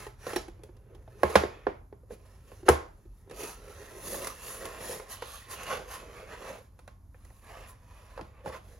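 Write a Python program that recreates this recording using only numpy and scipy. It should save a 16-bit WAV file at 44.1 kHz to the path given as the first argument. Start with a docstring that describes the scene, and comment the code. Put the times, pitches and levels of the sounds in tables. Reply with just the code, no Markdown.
"""Steel case taken apart on a workbench

A circuit board is drawn out of a sheet-steel case and set down, the case knocks on the wooden bench,
then its lid is slid along its rails in uneven pulls, with taps, biting rails and pinging screws.
Slides are filtered random slips, blows and pings are sums of decaying modes, bites are resonant noise.
A small workshop adds reflections and a diffuse tail; a microphone pair hears it over rumble and hum."""
import sys
import numpy as np
from scipy import signal
from scipy.fft import rfft, irfft, next_fast_len
from scipy.io import wavfile

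SR = 44100
rng = np.random.default_rng(int(sys.argv[2]) if len(sys.argv) > 2 else 0)


def wav_record(signal):
    """Record a signal, one row per channel, as 16-bit PCM in the file named by sys.argv[1]."""
    frames = np.transpose(np.atleast_2d(signal))
    bounded = np.clip(frames, -1, 1)
    # unit amplitude maps onto the largest positive 16-bit level
    quanta = np.round(bounded * 32767).astype(np.int16)
    wavfile.write(sys.argv[1], SR, quanta)


N = 387638


def from_db(db):
    """Decibels to amplitude gain."""
    return 10 ** (np.asarray(db) / 20)


def rms_one(x):
    """Scale to unit rms."""
    return x / np.sqrt(np.mean(x ** 2) + 1e-20)


def in_time(rows):
    """Draw each column of a timed curve at every sample."""
    seconds, *columns = np.transpose(rows)
    return [np.interp(np.arange(N) / SR, seconds, column) for column in columns]


def at_hz(points, hz):
    """Read a table on a log-frequency axis."""
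    table = np.array(points)
    return np.interp(np.log(np.maximum(hz, 1)), np.log(table[:, 0]), table[:, 1])


def band(x, low, high, order=3):
    """Causal band-pass."""
    sos = signal.butter(order, [low, min(high, .45 * SR)], "band", fs=SR, output="sos")
    return signal.sosfilt(sos, x)


def coloured(x, spectrum):
    """Give a steady noise a spectrum."""
    size = next_fast_len(len(x))
    hz = np.arange(size // 2 + 1) * SR / size
    return irfft(rfft(x, size) * from_db(at_hz(spectrum, hz)), size)[:len(x)]


def drift(rate_hz):
    """Slow random wander with unit rms: noise through two equal low-pass poles."""
    step = 40   # samples between points of the wander
    r = np.exp(-2 * np.pi * rate_hz * step / SR)
    noise = rng.standard_normal(N // step + 2002)
    slow = signal.lfilter([1], [1, -2 * r, r * r], noise)[2000:]   # skip the filter's start
    return np.interp(np.arange(N) / step, np.arange(len(slow)), rms_one(slow))


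def resonate(x, hz, width_hz):
    """A fixed resonance with gain 1 on top."""
    r = np.exp(-np.pi * width_hz / SR)
    zeros = np.array([1, 0, -1]) * (1 - r * r) / 2
    return signal.lfilter(zeros, [1, -2 * r * np.cos(2 * np.pi * hz / SR), r * r], x)


def gliding(x, hz, width_hz):
    """A resonance with gain 1 on top, whose centre moves from sample to sample."""
    r = np.exp(-np.pi * width_hz / SR)
    phase = np.cumsum(hz) * 2 * np.pi / SR
    phase = (phase % (2 * np.pi)).astype(np.float32)
    cos, sin = np.cos(phase), np.sin(phase)
    # shift the centre to zero, low-pass, and shift it back
    inphase, across = signal.lfilter([2 * (1 - r)], [1, -r], [x * cos, x * sin])
    return inphase * cos + across * sin


def dying(t, t60):
    """Exponential decay, 60 dB down after t60 seconds."""
    return np.exp(-np.log(1000) * t / t60)


# Spectrum of the room rumble. Each row: frequency in Hz, density in dB per Hz.
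RUMBLE = [(20, -36), (29, -17), (40, -0.5), (62, -6), (95, -6.5), (140, -18.5), (250, -24.5), (480, -39.5),
          (1000, -38), (2800, -59), (9000, -53.5), (13000, -48), (15500, -70.5)]
# Level of the mains hum over time. Each row: time in seconds, level in dB.
HUM = [(0, -54.5), (1.2, -59.5), (2, -64.5), (3, -77), (8.79, -101)]
MAINS_HZ = 60


def background(rumble_db=-53.0, side_db=-19):
    """Rumble, nearly alike in both ears, and a faint wavering hum at twice the mains rate."""
    mid, side = (rms_one(coloured(rng.standard_normal(N), RUMBLE)) for _ in range(2))
    rumble = from_db(rumble_db) * (mid + from_db(side_db) * side * [[1], [-1]])
    hum_gain = from_db(in_time(HUM)[0] + 1.5 * drift(2))
    hum = hum_gain * np.sin(2 * np.pi * 2 * MAINS_HZ * np.arange(N) / SR)
    return rumble + hum


# Sliding strokes: the board is drawn out and set down, with a fading rattle until 1.7 s, the lid is
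# pulled along its rails from 3.3 to 6.7 s, otherwise the hands shift their grip.
# Each row: start in seconds, length in seconds, level in dB, weight in dB, brightness in dB.
STROKES = [(-0.288, 0.35, -40, 0.5, -4), (0.2, 0.22, -46.5, 0.5, -4), (0.42, 0.41, -72.5, 9, -16),
           (0.785, 0.29, -68.5, 12, -16), (1.036, 0.32, -65, 7.5, -4), (1.197, 0.29, -47, 6, -4),
           (1.282, 0.45, -55.5, -3.5, -15), (2.08, 0.45, -68, 3.5, -3.5), (2.096, 0.059, -57, 14, -1),
           (2.39, 0.29, -63.5, 7, -1), (2.654, 0.037, -49, 13.5, -4.5), (2.669, 0.68, -80, 7.5, 1.5),
           (3.133, 0.13, -77, 11.5, 5), (3.278, 0.1, -58.5, 11.5, -15), (3.34, 0.22, -47, 0.5, 1.5),
           (3.368, 0.98, -55, 4.5, -3.5), (3.853, 0.29, -76.5, 27.5, 17), (4.005, 0.24, -46.5, 6, 5.5),
           (4.156, 0.19, -46, 5, 0), (4.19, 0.75, -50.5, 2.5, -3), (4.364, 0.29, -53, -18, 7),
           (4.477, 0.64, -48, 3.5, -10), (4.78, 0.24, -45, 2, 2.5), (4.972, 0.36, -54, 1, -6.5),
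           (5.086, 0.089, -47.5, -17, 3.5), (5.19, 0.27, -51.5, -14, 1), (5.437, 0.42, -46, -1, -7),
           (5.485, 0.086, -46.5, -20, 2), (5.584, 0.2, -47.5, -7, -6), (5.664, 0.13, -36.5, -4, -9),
           (5.746, 0.11, -48, 7, -8.5), (5.805, 0.38, -52.5, 6, -9), (5.868, 0.14, -44, -21, -3),
           (6.07, 0.24, -50, 4, -9.5), (6.257, 0.14, -46.5, 0.5, -11), (6.325, 0.29, -45.5, 2, -8.5),
           (6.519, 0.17, -73, 13, 2.5), (6.661, 0.29, -75, 9.5, -2.5), (7.092, 0.59, -74.5, 1.5, 6),
           (7.14, 0.24, -68.5, 1, -5), (7.4, 0.36, -51, 3.5, -9.5), (7.663, 0.066, -65, 1, 10),
           (7.737, 0.55, -61, -1, -6.5), (8.04, 0.29, -59, 7, -9), (8.302, 0.17, -61, 6, -16),
           (8.441, 0.078, -50, 15, -6), (8.498, 0.094, -46, 5, -9.5), (8.574, 0.27, -63.5, 8, -2.5)]
# A tight, bright stroke lifts the top octave: offset, and share of its brightness.
TOP_LIFT_DB, TOP_FOLLOWS = 1.5, 0.56
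# Level at both ends of a stroke against its middle, and how flat its top is.
STROKE_EDGE_DB, STROKE_FLATNESS = -17, 1.96


def stroke_gains():
    """Each stroke swells and fades in one bell; gains of drag, rasp, coarse hiss and fine hiss."""
    t, power = np.arange(N) / SR, np.zeros((4, N))
    for start, length, db, weight, brightness in STROKES:
        # the bell's skirts reach half a length beyond each end
        moving = slice(*np.searchsorted(t, [start - length / 2, start + length + length / 2]))
        off_centre = np.abs(2 * (t[moving] - start) / length - 1)
        swell = from_db(db + STROKE_EDGE_DB * off_centre ** STROKE_FLATNESS)
        lift = from_db(TOP_LIFT_DB + TOP_FOLLOWS * brightness)
        hiss = from_db(brightness) / np.hypot(1, lift)   # coarse and fine share the hiss power
        power[:, moving] += np.outer([from_db(weight), 1, hiss, hiss * lift], swell) ** 2
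    return np.sqrt(power)


# Colour of the friction noise. Each row: frequency in Hz, density in dB per Hz.
FRICTION = [(110, 7), (195, 11), (280, 9.5), (420, 16), (540, 13.5), (740, 7.5), (1080, 8), (1400, 6),
            (2100, 3.5), (3200, -1), (4200, 4), (7300, -1.5), (8500, -5.5), (10500, -1), (13300, -5),
            (15500, -20)]
# Broad resonances of the sliding lid.
# Each row: frequency in Hz, width in Hz, level with closed lid in dB, level with open lid in dB.
LID = [(410, 60, 3, -10), (525, 55, 0, 5), (639, 39, -11.5, 2.5), (820, 34, -7, -5), (1043, 49, -3, 1.5),
       (1114, 46, -14, -0.5), (1300, 21, 5.5, -15), (1821, 180, -4, -10), (2620, 110, -1.5, -5.5),
       (5970, 290, -6, -11)]
# Blend from the closed-lid to the open-lid resonances. Each row: time in seconds, share from 0 to 1.
LID_BLEND = [(3.8, 0), (4.3, 0.8), (5.4, .65), (5.8, 0.92)]
# The boom of the closed box, and the share of it lost at full blend.
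BOX_HZ, BOX_WIDTH_HZ, BOX_LOSS = 330, 420, 0.44


def sliding(slips_per_s=6000, size_db=1.5, smooth_db=-5, judder_db=1.2, grit_db=1.0, shift_db=4.0,
            bend=0.03, wobble_db=2.0, drag_db=-2.0, rasp_db=0.0, hiss_db=-0.5, ringing_db=3):
    """Tiny slips and gritty judder excite the lid; its resonances bend, waver and blend."""
    slipping = rng.random(N) < slips_per_s / SR
    size = from_db(size_db * np.minimum(rng.exponential(1, N), 4))
    slips = slipping * rng.choice([-1, 1], N) * size
    force = rms_one(slips) + from_db(smooth_db) * rng.standard_normal(N)
    force = force * from_db(judder_db * drift(20) + grit_db * drift(150))
    friction, blend = coloured(force, FRICTION), in_time(LID_BLEND)[0]

    ringing = np.zeros(N)
    for hz, width_hz, closed_db, open_db in LID:
        gain = from_db(closed_db + (open_db - closed_db) * blend + shift_db * drift(7))
        ringing += gain * gliding(friction, hz * (1 + bend * drift(2.1)), width_hz)
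    lid = friction + from_db(ringing_db) * ringing
    box_boom = resonate(lid, BOX_HZ, BOX_WIDTH_HZ)
    lid = lid - np.clip(BOX_LOSS * blend, 0, 1) * box_boom

    # four registers, each levelled and then played by the strokes
    drag, rasp = rms_one(band(lid, 100, 700)), rms_one(band(lid, 700, 3000))
    coarse, fine = rms_one(band(lid, 3000, 7500)), rms_one(band(lid, 7500, 16000))
    drag_gain, rasp_gain, coarse_gain, fine_gain = stroke_gains()
    wobble = wobble_db * drift(5.5)   # the loose panel rocks as it moves
    low = from_db(drag_db + wobble) * drag_gain * drag
    middle = from_db(rasp_db) * rasp_gain * rasp
    high = from_db(hiss_db) * (coarse_gain * coarse + fine_gain * fine)
    return low + middle + high


def near_surfaces(x, early_db=-4, early_s=0.027, pass_round_hz=900, side_db=-1):
    """A sound at one spot with its quick reflections from bench and case; long waves pass round them."""
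    t = np.arange(int(.06 * SR)) / SR
    mid, side = rng.standard_normal((2, len(t))) * dying(t, early_s) * (t > .0003)
    echoes = mid + from_db(side_db) * side * [[1], [-1]]
    echoes = from_db(early_db) * echoes / np.linalg.norm(echoes, axis=1, keepdims=True)
    high_pass = signal.butter(1, pass_round_hz, "high", fs=SR, output="sos")
    echoes = signal.sosfilt(high_pass, echoes)
    direct = t == 0
    return signal.fftconvolve(x[None], echoes + direct, axes=1)


def travelling(x):
    """A moving contact meets new reflections at every step of its way."""
    out, step = np.zeros((2, N + SR)), int(.15 * SR)
    for start in range(0, N, step):
        heard = near_surfaces(x[start:start + step])
        out[:, start:start + heard.shape[1]] += heard
    return out[:, :N]


# Modes of the case and its lid. Each row: frequency in Hz, level in dB, t60 in seconds.
CASE = [(74, -1.5, .18), (128, -6.5, .15), (196, -3.5, 0.25), (318, -4.5, 0.092), (365, 2, 0.17),
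        (453, -2.5, 0.071), (502.3, 3.5, 0.1), (570, -7, 0.092), (640, -8, 0.3), (749, -4, 0.17),
        (857, -2.5, 0.24), (1034, 2, 0.14), (1075, -2.5, 0.42), (1289, -14, .15), (1410, -9.5, 0.14),
        (1670, -10.5, 0.074), (2140, -18, 0.15), (2400, -16, 0.15), (2590, -15.5, 0.16), (2690, -15.5, .15),
        (3290, -19.5, .15), (4030, -28.5, .2)]
# Chatter of the steel edges. Each row: frequency in Hz, density in dB per Hz.
CHATTER = [(200, -2), (1000, 6), (1600, 0.5), (2250, -8), (2900, -10.5), (3600, -10), (5000, -13),
           (7000, -5.5), (8500, -2.5), (12000, -6.5), (15500, -24)]


def blow(t, spot_hz, overtone_hz, chatter_s, ring_db, spot_db=9, overtone_db=0, damped_s=0.014,
         spread_db=3.0, chatter_db=8, seating_s=0.00095, swell_cycles=0.9):
    """Struck spot, overtone and case modes, mostly soaked up by the bench; the edges chatter as they seat."""
    stiffness_db = at_hz([(500, 2.0), (1400, -9.5)], spot_hz)   # stiff spots ring less
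    struck = [(spot_hz, spot_db + stiffness_db, .14), (overtone_hz, overtone_db, .09)]
    hz, level_db, t60 = np.array(CASE + struck).T[:, :, None]
    strength = from_db(level_db + spread_db * rng.standard_normal(hz.shape))
    sign = np.where(hz > 700, rng.choice([-1, 1], hz.shape), 1)   # high modes: where the blow lands
    soaked = np.maximum(damped_s, 18 / hz)   # low modes need several cycles to die
    decay = dying(t, soaked) + from_db(ring_db) * dying(t, t60)
    swell = 1 - np.exp(-t * hz / swell_cycles)   # high modes speak first
    modes = sign * strength * np.sin(2 * np.pi * hz * t) * decay * swell
    chatter = coloured(rng.standard_normal(len(t)), CHATTER)
    seated = 1 - np.exp(-t / seating_s)
    return modes.sum(0) + from_db(chatter_db) * chatter * seated * dying(t, chatter_s)


# A soft contact cannot excite the high modes: softest hardness, its top edge, and the slope from there.
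SOFTEST_DB, SOFTEST_HZ, HARDNESS_DB_PER_OCTAVE = -41, 950, 2.5


def cushioned(x, hardness_db):
    """The softer the contact, the lower its top edge."""
    edge_hz = SOFTEST_HZ * 2 ** ((hardness_db - SOFTEST_DB) / HARDNESS_DB_PER_OCTAVE)
    top_hz = np.clip(edge_hz, 300, .45 * SR)
    return signal.sosfilt(signal.butter(2, top_hz, fs=SR, output="sos"), x)


# Loose parts and fingers tap the case.
# Each row: start in seconds, pitch of the struck spot in Hz, level in dB, weight in dB, hardness in dB.
TAPS = [(0.065, 413, -48, -7, -12.5), (0.266, 467, -43, -1.5, -17), (0.313, 1120, -54, -13, -9),
        (0.332, 448, -44.5, 0, -7.5), (0.36, 355, -39, 4.5, -3.5), (0.481, 344, -60.5, 12.5, -8.5),
        (0.591, 332, -72.5, 11.5, -20), (0.634, 417, -68, 13, 1.5), (0.689, 353, -66.5, 10.5, -31),
        (0.766, 356, -73, 0, -4), (0.948, 366, -65, 5, -8), (1.024, 890, -77, -5, -3),
        (1.076, 640, -58, -5, -27), (1.435, 418, -38.5, 7.5, -25), (1.925, 406, -58, 7, -35),
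        (2.032, 503, -73.5, 11, -40.5), (2.106, 486, -55.5, 9.5, -37), (2.516, 520, -58, 1.5, -16),
        (2.629, 365, -63.5, 15, -24), (2.683, 1530, -17.5, -43, -16), (2.688, 1390, -38.5, -9, 8),
        (3.053, 347, -79.5, 21.5, -16.5), (3.273, 400, -68.5, 8, -35), (3.296, 428, -66, 5.5, -1.5),
        (3.31, 470, -59, 9, -5), (3.432, 432, -62, 18, 6), (4.142, 520, -45.5, -14, -12),
        (4.245, 950, -50.5, -26, 9.5), (4.27, 528, -44.5, -23, 8), (4.653, 543, -51.5, -6, 5),
        (4.997, 430, -49, -11, -13), (5.221, 472, -42, -12.5, -9), (5.632, 497, -58.5, -8, 7.5),
        (6.79, 493, -62.5, -14.5, -2), (6.876, 570, -55.5, -13, -4.5), (7.144, 1140, -63, -16, -18),
        (7.249, 895, -68.5, -12, 3), (7.302, 900, -64, -14.5, -14), (8.175, 523, -45.5, -16, -19),
        (8.191, 1040, -41, -25, -42), (8.475, 525, -52, 1, -28), (8.496, 490, -47, -11, -26),
        (8.547, 1080, -57, -29, -10)]
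TAP_THUMP_DB = -21.5   # a tap barely shakes the bench: thump against level plus weight
TAP_OVERTONE = 2.15   # a tapped spot's overtone, as a multiple of its pitch
TAP_CHATTER_S = 0.037   # t60 of a tap's chatter
TAP_RING_DB = -19   # free ringing of a tap
# Case and board come down on the bench.
# Each row: start in seconds, pitch of the struck spot in Hz, its overtone in Hz, level in dB,
# weight in dB, hardness in dB, thump of the bench in dB, chatter t60 in seconds,
# extra tick of a sharp edge in dB, lean to the right in dB, free ringing in dB.
KNOCKS = [(1.232, 555, 1087, -22.5, -9.5, -23.5, -36.5, 0.021, 7.5, 2, -16.5),
          (1.3543, 534, 1520, -18.5, -7.5, -8.5, -30.5, 0.053, -6, 1.5, -18.5),
          (1.6672, 411.5, 690, -28.5, -7.5, -35, -49.5, 0.021, -10.5, 3, -28),
          (2.6865, 388.5, 890, -21.5, -2.5, -21, -26.5, 0.029, 13, -5.5, -33),
          (2.6952, 487, 1423, -28.5, 5.5, -25.5, -49, 0.035, 4, -1.5, -27),
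          (8.21, 327, 640, -55.5, -4, 1, -47, 0.023, -13, -7, -33),
          (8.458, 570, 1450, -42, -14, -24, -44, 0.054, 9, 3.5, -10)]
# Edges in Hz of the registers thump, boom, knock, clang, ring and tick.
REGISTERS = [45, 200, 450, 850, 2000, 5000, 15000]
# Weight mainly swells the boom and lifts the other registers less; hardness mainly lifts ring and tick.
# Rows are boom, knock, clang, ring, tick. Each row: offset in dB, share of weight, share of hardness.
VOICING = [(0.5, 1, 0.032), (3.5, 0.22, 0.018), (1.5, 0.032, 0.12), (-1, 0.31, 0.58), (0, 0.34, 1.2)]
# Share of a knock's sideways lean that each register shows, thump to tick.
DIRECTED = [0, 0.48, 0.62, 0.93, 0.041, 0]
LEAD_S_PER_DB = .00004   # how much sooner the nearer microphone hears it


def knocks(tick_s=0.17):
    """Contacts ring the case; weight and hardness voice the registers, place sets side and reflections."""
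    t, out = np.arange(int(.2 * SR)) / SR, np.zeros((2, N + SR))
    attack = int(.025 * SR)   # levels refer to this opening stretch
    taps = [(s, hz, TAP_OVERTONE * hz, db, weight, hard,
             db + weight + TAP_THUMP_DB, TAP_CHATTER_S, 0, 0, TAP_RING_DB)
            for s, hz, db, weight, hard in TAPS]
    columns = np.transpose(list(KNOCKS) + taps)
    times, spots, overtones, level, weight, hardness, thump, chatter, edge, right, free = columns
    boom, knock, clang, ring, tick = (level + db + heavy * weight + hard * hardness
                                      for db, heavy, hard in VOICING)
    levels = [thump, boom, knock, clang, ring, tick + edge]

    blows = []
    for hz, overtone_hz, chatter_s, ring_db, hard in zip(spots, overtones, chatter, free, hardness):
        soft = cushioned(blow(t, hz, overtone_hz, chatter_s, ring_db), hard)
        blows.append(near_surfaces(soft)[:, :len(t)])
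    blows = np.array(blows)

    for k, (low, high) in enumerate(zip(REGISTERS, REGISTERS[1:])):
        steepness = 2 if high < 1000 else 4
        parts = band(blows, low, high, order=steepness) * (-1) ** min(k, 2)   # the boom is inverted
        if high == REGISTERS[-1]:
            parts = parts * dying(t, tick_s)   # the finest detail of a contact is over first
        for s, db, lean, part in zip(times, levels[k], right * DIRECTED[k], parts):
            for ear, near_db in enumerate((-lean / 2, lean / 2)):
                start = round((s - LEAD_S_PER_DB * near_db) * SR)
                gain = from_db(db + near_db) / np.std(part[ear, :attack])
                out[ear, start:start + len(t)] += part[ear] * gain
    return out[:, :N]


# Ring of the loose screws. Each row: frequency in Hz, level in dB, t60 in seconds.
SCREW_MODES = [(2890, -2.5, 0.17), (3990, -6, 0.26), (4200, -22, 0.26), (5560, -0.5, 0.12)]
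SCREW_T60_S = 0.15   # the longest ring that the bench allows
# A screw is nudged. Each row: start in seconds, level in dB.
SCREW = [(0.264, -57.5), (0.332, -59), (0.367, -41)]


def screw():
    """Small steel parts ping as they are nudged: a few decaying sines, the strongest at unit gain."""
    t, out = np.arange(SR // 2) / SR, np.zeros(N)
    top_db = max(db for hz, db, t60 in SCREW_MODES)
    ping = np.zeros(len(t))
    for hz, db, t60 in SCREW_MODES:
        ping += from_db(db - top_db) * np.sin(2 * np.pi * hz * t) * dying(t, min(t60, SCREW_T60_S))
    for s, db in SCREW:
        start = int(s * SR)
        out[start:start + len(ping)] += from_db(db) * ping
    return out


# The lid's edge bites into the rail.
# Each row: start in seconds, length in seconds, frequency in Hz, width in Hz, level in dB.
BITES = [(3.37, 0.15, 2540, 160, -60), (4.28, 0.46, 2660, 200, -60.5), (5.105, 0.37, 3280, 1500, -58.5),
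         (5.53, 0.2, 2680, 450, -52.5)]


def rail_bites(rough_db=2.0):
    """The lid's edge sticks and slips in the rail: rough noise rasps through one doubled resonance."""
    t, out = np.arange(N) / SR, np.zeros(N)
    force = rng.standard_normal(N) * from_db(rough_db * drift(60))
    for start, length, hz, width_hz, db in BITES:
        biting = (t > start) & (t < start + length)
        swell = np.sqrt(np.abs(np.sin(np.pi * (t[biting] - start) / length)))
        rasp = resonate(resonate(force[biting], hz, width_hz), hz, width_hz)
        out[biting] += from_db(db) * swell * rms_one(rasp)
    return out


def lingering(power, t60, delay_s):
    """Sound energy arrives after a delay and dies away; its total is kept."""
    r = dying(1 / SR, max(t60, .005)) ** 2   # squared, as power falls twice as fast
    lag = max(int(delay_s * SR), 0)
    return signal.lfilter([1 - r], [1, -r], np.pad(power, (lag, 0))[:N] + 1e-18)


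# Likeness of the echoes at the two microphones. Each row: frequency in Hz, correlation from -1 to 1.
LIKENESS = [(100, 0.84), (300, 1), (550, -0.11), (1200, -0.31), (3000, 0.77), (7000, 0.89)]


def two_ears(white, low, high):
    """A band of noise, as alike at the two microphones as the echoes are."""
    mid, side = rms_one(band(white, low, high, order=2))
    alike = np.clip(at_hz(LIKENESS, np.sqrt(low * high)), -1, 1)
    mid, side = np.sqrt((1 + alike) / 2) * mid, np.sqrt((1 - alike) / 2) * side
    return np.array([mid + side, mid - side])


# Decay of the workshop. Each row: frequency in Hz, t60 in seconds.
DECAY = [(70, 0.01), (250, 0.32), (1000, 0.38), (2500, 0.31), (5000, 0.36), (9000, 0.26), (15000, 0)]


def workshop(x, late_db=-8, late_delay_s=0.0082, absorbed_hz=600):
    """The walls return a diffuse tail in each band, weaker in the bass."""
    edges = 90 * 2 ** np.linspace(0, 7.6, 14)
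    white = rng.standard_normal((2, 2, N))   # two noise pairs, taken in turn by neighbouring bands
    source, out = x.mean(0), x.copy()
    for k, (low, high) in enumerate(zip(edges, edges[1:])):
        hz = np.sqrt(low * high)
        power = lingering(band(source, low, high, order=2) ** 2, at_hz(DECAY, hz), late_delay_s)
        gain = from_db(late_db) * hz / np.hypot(hz, absorbed_hz)
        out += gain * np.sqrt(power) * two_ears(white[k % 2], low, high)
    return out


def scene():
    """The case in its room."""
    contacts = travelling(sliding() + screw() + rail_bites()) + knocks()
    return background() + workshop(contacts)


# Level of the right microphone over the left. Each row: frequency in Hz, level in dB.
RIGHT_LEAD = [(100, 1), (300, 1.5), (550, 1.5), (1100, 4), (2000, 0), (3500, 4.5), (6500, 8), (8000, -5),
              (15000, -1.5)]
# The right microphone hears the case first. 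Each row: frequency in Hz, phase lead in radians.
RIGHT_PHASE = [(100, 0.1), (300, 0.33), (560, 0.49), (1100, 0.3), (1700, 0.12), (2800, 1), (4400, 0.51),
               (7000, 0.29)]


def microphones(x):
    """The pair leans right; in the top octave both sides carry one signal, the right about 0.2 ms later."""
    size = next_fast_len(N + SR // 10)
    hz = np.arange(size // 2 + 1) * SR / size
    left, right = rfft(x, size) * from_db(at_hz(RIGHT_LEAD, hz) * np.array([[-.5], [.5]]))
    left = left * np.exp(-1j * at_hz(RIGHT_PHASE, hz))
    turn = np.pi / 2 * np.clip((hz - 7200) / 500, 0, 1)   # crossfade from right to lagged left
    lagged = left * np.exp(-2j * np.pi * (hz - 10800) / 4950)   # delay of 1/4950 s
    right = np.cos(turn) * right + np.sin(turn) * lagged
    return irfft(np.array([left, right]), size)[:, :N]


CUTOFF_HZ = 15900


def record(dry):
    """Microphone pair, rounded peaks, steep top cut."""
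    rounded = 1.3 * np.tanh(microphones(dry) / 1.3)
    top_cut = signal.ellip(10, .2, 80, CUTOFF_HZ, fs=SR, output="sos")
    return signal.sosfilt(top_cut, rounded)


dry = scene()
out = record(dry)
wav_record(out)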